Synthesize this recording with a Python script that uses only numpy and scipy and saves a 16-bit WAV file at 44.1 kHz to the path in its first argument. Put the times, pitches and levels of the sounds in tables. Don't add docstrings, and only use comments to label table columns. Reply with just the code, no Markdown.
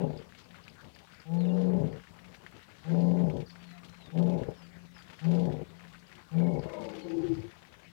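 import sys
import numpy as np
from scipy import signal
from scipy.io import wavfile
from scipy.ndimage import uniform_filter1d

SR = 44100
rng = np.random.default_rng(int(sys.argv[2]) if len(sys.argv) > 2 else 0)


def unload_audio(sound):
    columns = np.transpose(np.atleast_2d(sound))
    steps = np.round(np.clip(columns, -1, 1) * 32767)
    wavfile.write(sys.argv[1], SR, steps.astype(np.int16))


def amplitude_ratio(level_db):
    exponent = np.asarray(level_db, float) / 20
    return 10 ** exponent


N = 349255

# (frequency [Hz], relative density [dB per Hz])
WASH_SPECTRUM = [(15, -43), (25, -13.5), (75, 4), (136, -3), (183, 0), (305, -11), (421, -7.5),
                 (482, -11.5), (1800, -15), (2170, -16.5), (4150, -22.5), (7100, -30.5), (15500, -48)]
# (time [s], level [dB])
RAIN_LEVEL = [(0.0, -63), (0.77, -68), (1.369, -65.5), (2.199, -65), (2.73, -65), (3.0, -60.5),
              (3.3, -64.5), (4.41, -62.5), (4.83, -69), (5.12, -62), (5.319, -58.5), (5.58, -68),
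              (6.6, -63.5), (6.81, -59), (7.15, -64), (7.72, -64.5), (7.92, -73)]
# (frequency [Hz], relative density [dB per Hz])
DROP_SPECTRUM = [(150, -18.5), (500, 0), (1100, 3.5), (1800, 6), (3000, 4), (5000, -14), (8000, -33.5),
                 (13000, -52)]
# (time [s], ring level [dB], ring frequency [Hz])
BIG_DROPS = [(0.1257, -61, 1740), (0.323, -43.5, 1700), (0.388, -46, 3110), (0.4897, -51, 3160),
             (0.5445, -41, 1430), (0.5856, -46.5, 1700), (0.6802, -38.5, 2480), (0.8116, -57.5, 1350),
             (0.8435, -53.5, 1778), (0.9617, -45, 1730), (1.0889, -60, 1370), (1.1355, -45, 1420),
             (1.5608, -50.5, 1150), (1.7, -43, 1150), (1.928, -44.5, 1850), (1.9972, -43.5, 1710),
             (2.0718, -44, 1810), (2.189, -45, 1880), (2.3467, -40, 1750), (2.464, -38, 1750),
             (2.5928, -46, 1550), (2.8416, -45.5, 1930), (2.8944, -41, 1580), (2.9456, -47, 1380),
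             (3.2991, -38.5, 2240), (3.5574, -44, 1580), (3.6125, -54, 1150), (3.8313, -47, 1170),
             (3.8952, -44, 4120), (4.2777, -49, 1160), (4.4347, -41.5, 1710), (4.9662, -42.5, 1780),
             (4.9895, -42, 1830), (5.4995, -44.5, 1700), (5.5682, -50.5, 2370), (5.8072, -46, 1940),
             (5.8502, -44.5, 1770), (5.9459, -43, 1510), (6.116, -41.5, 1890), (6.403, -45, 1610),
             (6.6957, -43, 2170), (6.736, -40, 2160), (7.0843, -43, 2190), (7.6505, -46.5, 1860),
             (7.7405, -42, 1800)]
# (centre time [s], half length to 1/e [s], level [dB])
SWELLS = [(0.397, 0.024, -60.5), (1.6, 0.091, -68.5), (3.006, 0.2, -67.5), (5.32, 0.17, -67.5),
          (6.85, 0.24, -71.5), (7.25, 0.29, -71)]
# (frequency [Hz], width [Hz], relative level [dB])
SWELL_BANDS = [(3100, 1500, -3), (4900, 1600, 0), (7000, 3000, -12)]
# (time [s], frequency [Hz], level [dB])
TRILL = [(6.33, 2380, -71), (6.45, 2203, -64.5), (6.9, 2160, -63), (6.97, 2210, -71), (7.1, 2190, -76),
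         (7.4, 2220, -74), (7.47, 2280, -67)]
# (start [s], length [s], first frequency [Hz], last frequency [Hz], level the swell ends at [dB])
WHISTLES = [(1.12, 0.075, 515, 520, -68), (1.381, .065, 4500, 3500, -60), (1.454, 0.019, 3050, 2550, -56.5),
            (1.472, 0.034, 3900, 3250, -61.5), (1.49, 0.04, 2814, 2810, -59),
            (3.46, 0.017, 5050, 4200, -59), (3.468, 0.068, 5900, 5100, -70),
            (3.494, 0.018, 5080, 4180, -56.5), (3.573, 0.19, 4720, 3900, -65.5),
            (3.722, 0.065, 713, 696, -62), (3.852, 0.13, 4070, 4160, -67.5),
            (3.991, 0.096, 4160, 3480, -60.5), (4.09, 0.045, 3680, 3470, -72),
            (4.536, 0.14, 5780, 4400, -66.5), (4.937, 0.082, 5350, 4600, -63.5),
            (6.125, 0.077, 356, 361, -62), (6.62, 0.084, 3260, 2600, -67), (6.98, .05, 3440, 2900, -61.5),
            (7.013, 0.026, 4440, 4140, -59.5)]
# (time [s], peak level [dB])
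CHIPS = [(0.172, -54.5), (0.44, -60), (0.6371, -59), (0.6957, -58), (0.9455, -57), (1.143, -60),
         (1.1992, -56), (3.0036, -58.5), (5.2415, -57.5), (5.3474, -55), (6.0671, -61), (6.5919, -55.5),
         (6.627, -60), (6.8505, -60), (6.9122, -62), (7.0998, -57), (7.3487, -59), (7.401, -60.5)]
# (time [s], chest resonance [Hz], chest level [dB], throat level [dB],
# frequency factor [ratio], lower as throat and mouth lengthen)
GROAN = [(6.62, 160.2, -56, -51.5, 0.99), (6.73, 168, -59, -44.5, .99), (6.8, 219, -47.5, -41.5, 0.94),
         (6.96, 206, -53.5, -49, 0.82), (7.005, 200, -59, -54, 0.84), (7.06, 182, -53, -49.5, 0.84),
         (7.24, 145, -45, -48.5, .8), (7.37, 121.3, -39.5, -56, .81), (7.45, 101, -50, -59, 0.84),
         (7.519, 98, -62, -70, 0.65)]
# (frequency [Hz], width [Hz], level [dB])
GROAN_THROAT = [(509, 83, -3), (638, 57, -2.5)]
GROAN_MOUTH = [(847, 52, 1), (1002, 92, 7), (1280, 70, -6)]
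# (centre time [s], peak level [dB], half length to 1/e [s])
FLAPS = [(7.064, -39.5, .018), (7.106, -35.5, .015), (7.141, -31, .018), (7.179, -26.5, .013),
         (7.204, -30.5, .013), (7.25, -28, .022), (7.316, -25, .022), (7.385, -36, .024), (7.45, -42, .022)]
# (start [s], time held until the voice breaks [s], voice level once risen [dB],
# voice level at the break [dB], top pitch [Hz], time until the rasp is full [s])
ROARS = [(-.5, .52, -32.5, -32.5, 180.6, 0.19), (1.25, .53, -29.5, -29.5, 181.6, 0.34),
         (2.84, 0.41, -27, -28.5, 176.6, 0.1), (4.12, 0.23, -24, -31.5, 177.7, 0.039),
         (5.21, .25, -23.5, -30.5, 174.9, .12), (6.311, 0.21, -23.5, -31.5, 176.1, 0.11)]
# (frequency [Hz], width [Hz], level [dB])
THROAT = [(254.2, 49.4, 4), (372.2, 46, 2), (472, 110, -1), (579.7, 50, 0), (649.2, 23.4, -2),
          (755.6, 56, -8.5), (848, 49, -6), (1001.4, 110, -18)]
# (multiple of the pitch [ratio], relative level [dB])
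OVERTONES = [(2, 3.5), (3, 9.5), (4, 1), (5, 10.5), (6, -15.5), (7, -29.5)]


def evened(x):
    return x / np.sqrt(np.mean(x ** 2) + 1e-20)


def steadied(x, s):
    return x / np.sqrt(uniform_filter1d(x ** 2, round(s * SR)) + 0.13 * np.mean(x ** 2))


def wander(length, hz):
    lowpass = signal.butter(2, hz, fs=SR, output="sos")
    return evened(signal.sosfilt(lowpass, rng.standard_normal(length + SR))[SR:])


def read(points, hz):
    f, value = np.transpose(points)
    return np.interp(np.log(hz + 1), np.log(f + 1), value)


def played(rows):
    s, *columns = np.transpose(rows)
    t = np.arange(s[0], s[-1], 1 / SR)
    return t, [np.interp(t, s, c) for c in columns]


def tone(hz):
    return np.sin(2 * np.pi * np.cumsum(hz) / SR)


def bump(t, centre, half):
    return np.exp(-((t - centre) / half) ** 2)


def add(mix, s, sound):
    part = mix[round(s * SR):][:len(sound)]
    part += sound[:len(part)]


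def resonate(x, hz, width):
    turn = np.exp(2j * np.pi * np.cumsum(hz * np.ones(len(x))) / SR)
    r = np.exp(-np.pi * width / SR)
    return 2 * (turn * signal.lfilter([(1 - r) ** 2], [1, -2 * r, r * r], x / turn + 1e-18)).real


def ring(beat, modes, factor):
    return sum((-1) ** k * amplitude_ratio(db) * resonate(beat, hz * factor, width)
               for k, (hz, width, db) in enumerate(modes))


def wash():
    frames, hz = N // 256 + 5, np.fft.rfftfreq(1024, 1 / SR)[:, None]
    a, b, patches = rng.standard_normal((frames, 513, 3)).T
    patches = evened(uniform_filter1d(uniform_filter1d(patches, 20, 0), 8, 1))
    depth_db = 4.9 / (1 + (hz / 5000) ** 2 + (300 / (hz + 150)) ** 2)
    z = (a + 1j * b) * amplitude_ratio(read(WASH_SPECTRUM, hz) + depth_db * patches)
    return amplitude_ratio(-59.5) * evened(signal.istft(z, nperseg=1024, noverlap=768)[1][:N])


def splash(hz, ring_s, spray_s, tick_db):
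    t = np.arange(2600) / SR
    tick, spray = rng.standard_normal((2, len(t)))
    sound = np.sin(2 * np.pi * hz * t) * np.exp(-t / ring_s) * np.minimum(t / 0.00041, 1)
    sound += 0.18 * evened(resonate(spray, hz, 1.21 * hz)) * np.exp(-t / spray_s)
    return sound + amplitude_ratio(tick_db) * np.diff(tick, prepend=0) * np.exp(-t / .002)


def small_drops():
    drops_per_s = 260
    size = amplitude_ratio(3.6 * np.minimum(rng.exponential(1, N), 3.3)) * (rng.random(N) < drops_per_s / SR)
    kind, small = rng.integers(0, 30, N), np.zeros(N)
    for k, hz in enumerate(np.geomspace(350, 9000, 30)):
        drop = splash(hz, 1.6 / hz, 0.013, -49.5)
        drop /= np.linalg.norm(drop)
        small += amplitude_ratio(read(DROP_SPECTRUM, hz)) * np.sqrt(hz) * signal.oaconvolve(size * (kind == k), drop)[:N]
    return evened(small) * amplitude_ratio(np.interp(np.arange(N) / SR, *np.transpose(RAIN_LEVEL)))


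def rain():
    out = small_drops()
    more_per_s, low_hz, high_hz = 16, 1150, 5000
    when, size, pitch = rng.random((round(more_per_s * N / SR), 3)).T
    more = zip(when * N / SR, -57.5 + 13.0 * (size - .5), low_hz * (high_hz / low_hz) ** pitch)
    ring_cycles, spray_cycles = 2.43, 23
    for s, db, hz in [*BIG_DROPS, *more]:
        tick_db = -75 - db + 3.5 * rng.standard_normal()
        add(out, s, amplitude_ratio(db) * splash(hz, ring_cycles / hz, spray_cycles / hz, tick_db))
    return out


def swells():
    t = np.arange(N) / SR
    level = sum(amplitude_ratio(db) * bump(t, s, half) for s, half, db in SWELLS)
    return level * evened(ring(rng.standard_normal(N), SWELL_BANDS, 0.9))


def trill():
    out = np.zeros(N)
    t, (hz, db) = played(TRILL)
    hz = hz * (1 + .008 * wander(len(t), 40))
    db = db + 3 * wander(len(t), 12)
    add(out, t[0], amplitude_ratio(db) * tone(hz) * (1 + np.sin(2 * np.pi * 27 * t)))
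    return out


def birds():
    out = np.zeros(N)
    swell_db_per_s = 43
    for s, length, first_hz, last_hz, db in WHISTLES:
        t = np.arange(0, length, 1 / SR)
        hz = np.interp(t, [0, length], [first_hz, last_hz]) * (1 + 0.0089 * wander(len(t), 150))
        level = amplitude_ratio(db - swell_db_per_s * (length - t)) * signal.windows.tukey(len(t), .3)
        add(out, s, level * tone(hz))
    chip_length = round(0.008 * SR)
    chip = tone(np.linspace(5550, 3960, chip_length)) * signal.windows.tukey(chip_length, .7)
    for s, db in CHIPS:
        add(out, s, amplitude_ratio(db) * chip)
    tail = rng.standard_normal(6000) * amplitude_ratio(-60 * np.arange(6000) / SR / .2)
    return out + amplitude_ratio(-5) * signal.oaconvolve(out, tail / np.linalg.norm(tail))[:N]


def slaps(turns, chaos, skip_db, breath):
    count = np.floor(np.maximum.accumulate(turns + .45 * chaos * wander(len(turns), 70)))
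    size_db = chaos * (3.5 * rng.standard_normal(len(turns)) - skip_db * (count % 2))
    pulses = evened(np.diff(count, prepend=count[0]) * amplitude_ratio(size_db))
    return pulses + breath * chaos * rng.standard_normal(len(turns))


def groan():
    t, (chest_hz, chest_db, throat_db, factor) = played(GROAN)
    beat = slaps(90 * (t - t[0]), 0.95, 2.0, 2.0)
    nose_hz = 336
    flaps = sum(amplitude_ratio(db) * bump(t, s, half) for s, db, half in FLAPS)
    nose = flaps * tone(nose_hz * (1 + .03 * wander(len(t), 20)))
    hum_level = amplitude_ratio(-50.5) * bump(t, 7, 0.3) + amplitude_ratio(-59)
    nose += hum_level * steadied(resonate(beat, nose_hz, 30), 0.069)
    throat = steadied(ring(beat, GROAN_THROAT, factor), 0.08)
    mouth = steadied(ring(beat, GROAN_MOUTH, factor), 0.08)
    chest = steadied(resonate(beat, chest_hz, 40), 0.05)
    chest += amplitude_ratio(-13.5) * steadied(resonate(beat, chest_hz / 2, 25), 0.11)
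    return amplitude_ratio(chest_db) * chest + nose + amplitude_ratio(throat_db) * (throat + amplitude_ratio(-8.5) * mouth)


def roar_pitch(t, held, top_hz):
    first_hz, broken_hz, sink_s = 154.8, 152.1, .035
    climb_s = .04 + .14 * held
    climbing = top_hz - (top_hz - first_hz) * np.exp(-t / climb_s)
    return climbing - (top_hz - broken_hz) * np.clip((t - held) / sink_s, 0, 1)


def roar_rasp(beat, t, hz, held, spent, swell):
    rasp = ring(beat, THROAT, (hz / 172) ** .25 * (1 + .012 * wander(len(t), 5)))
    mouth_hz = np.interp(t, [.8 * held, held], [473.3, 425])
    rasp += amplitude_ratio(-10 + 61 * swell) * (1 - spent) ** 2 * resonate(beat, mouth_hz, 28.5)
    return rasp + amplitude_ratio(11.5) * spent ** 2 * resonate(beat, 449, 62)


def roar(start, held, risen_db, break_db, top_hz, swell):
    fade = .21 + .06 * held
    t = np.arange(0, held + fade, 1 / SR)
    spent = np.clip((t - held) / fade, 0, 1)

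    rise_s = .012 + 0.028 * held
    onset_db = -23.5 * bump(t, 0, 2 * rise_s)
    end_db = np.interp(t, [t[-1] - 0.058, t[-1]], [0, -13.5])
    end_db = end_db + 5 * np.sqrt(spent) * wander(len(t), 20)
    voice_db = end_db + onset_db + np.interp(t, [0, held], [risen_db, break_db]) - 25 * spent
    rasp_db = np.interp(t, [0, swell, held + 0.04, held + fade], [-12.5, 0, 0, -18])
    rasp_db = end_db + 0.54 * onset_db - 37 + rasp_db
    rumble_db = -52 - 20 * ((t - held - .06) / .23) ** 2

    hz = roar_pitch(t, held, top_hz)
    rough = np.interp(t, [0, .24 * swell, swell, held, held + .09], (.03, .04, .13, .33, .92))
    turns = np.cumsum(hz * (1 + 0.022 * rough * wander(len(t), 53))) / SR
    clear = np.sin(2 * np.pi * turns) * amplitude_ratio(5.9 * rough * wander(len(t), 42))
    beat = slaps(turns, np.sqrt(rough), 6.7, 0.37)
    broken = steadied(resonate(beat, hz, 67), 0.036)
    voice = np.sqrt(2 * (1 - rough ** 2)) * clear + rough * broken

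    rasp = roar_rasp(beat, t, hz, held, spent, swell)
    overtones = evened(sum(amplitude_ratio(db) * np.sin(2 * np.pi * k * turns) for k, db in OVERTONES))
    hoarse = np.clip(rough / .07, .25, 1)
    upper = hoarse * steadied(rasp, 0.028) + np.sqrt(1 - hoarse ** 2) * overtones
    chest_hz = np.interp(spent, [0, 1], (85, 62))
    rumble = steadied(resonate(beat, chest_hz, 30), 0.036)
    return amplitude_ratio(voice_db) * voice + amplitude_ratio(rasp_db) * upper + amplitude_ratio(rumble_db) * rumble


def lion():
    calls = np.zeros(N + SR)
    for row in ROARS:
        sound = roar(*row)
        add(calls, 1 + row[0], sound * signal.windows.tukey(len(sound), .03))
    sound = groan()
    add(calls, 1 + GROAN[0][0], sound * signal.windows.tukey(len(sound), .05))
    t = np.arange(2 * SR) / SR
    far = rng.standard_normal(len(t)) * amplitude_ratio(-60 * t / 4.5) * np.clip((t - .15) / .3, 0, 1)
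    echo = signal.fftconvolve(calls, far / np.linalg.norm(far))[:len(calls)]
    dull = signal.sosfilt(signal.butter(2, [120, 260], "bandpass", fs=SR, output="sos"), echo)
    return (calls + amplitude_ratio(-29.5) * dull + amplitude_ratio(-38) * echo)[SR:]


def scene():
    heard = wash() + rain() + swells() + trill() + birds() + lion()
    return np.array([heard, heard])


def band_limit(x):
    return signal.sosfilt(signal.butter(12, 15930, fs=SR, output="sos"), x)


def record(dry):
    hiss = amplitude_ratio(-75) * rng.standard_normal((2, N))
    hum = amplitude_ratio(-106) * np.sin(2 * np.pi * 50 * np.arange(N) / SR)
    bass_cut = signal.butter(2, 45, "highpass", fs=SR, output="sos")
    left = signal.sosfilt(bass_cut, dry.sum(0))
    mix = hiss + hum + np.array([left, np.zeros(N)])
    return band_limit(mix)


dry = scene()
out = record(dry)
unload_audio(out)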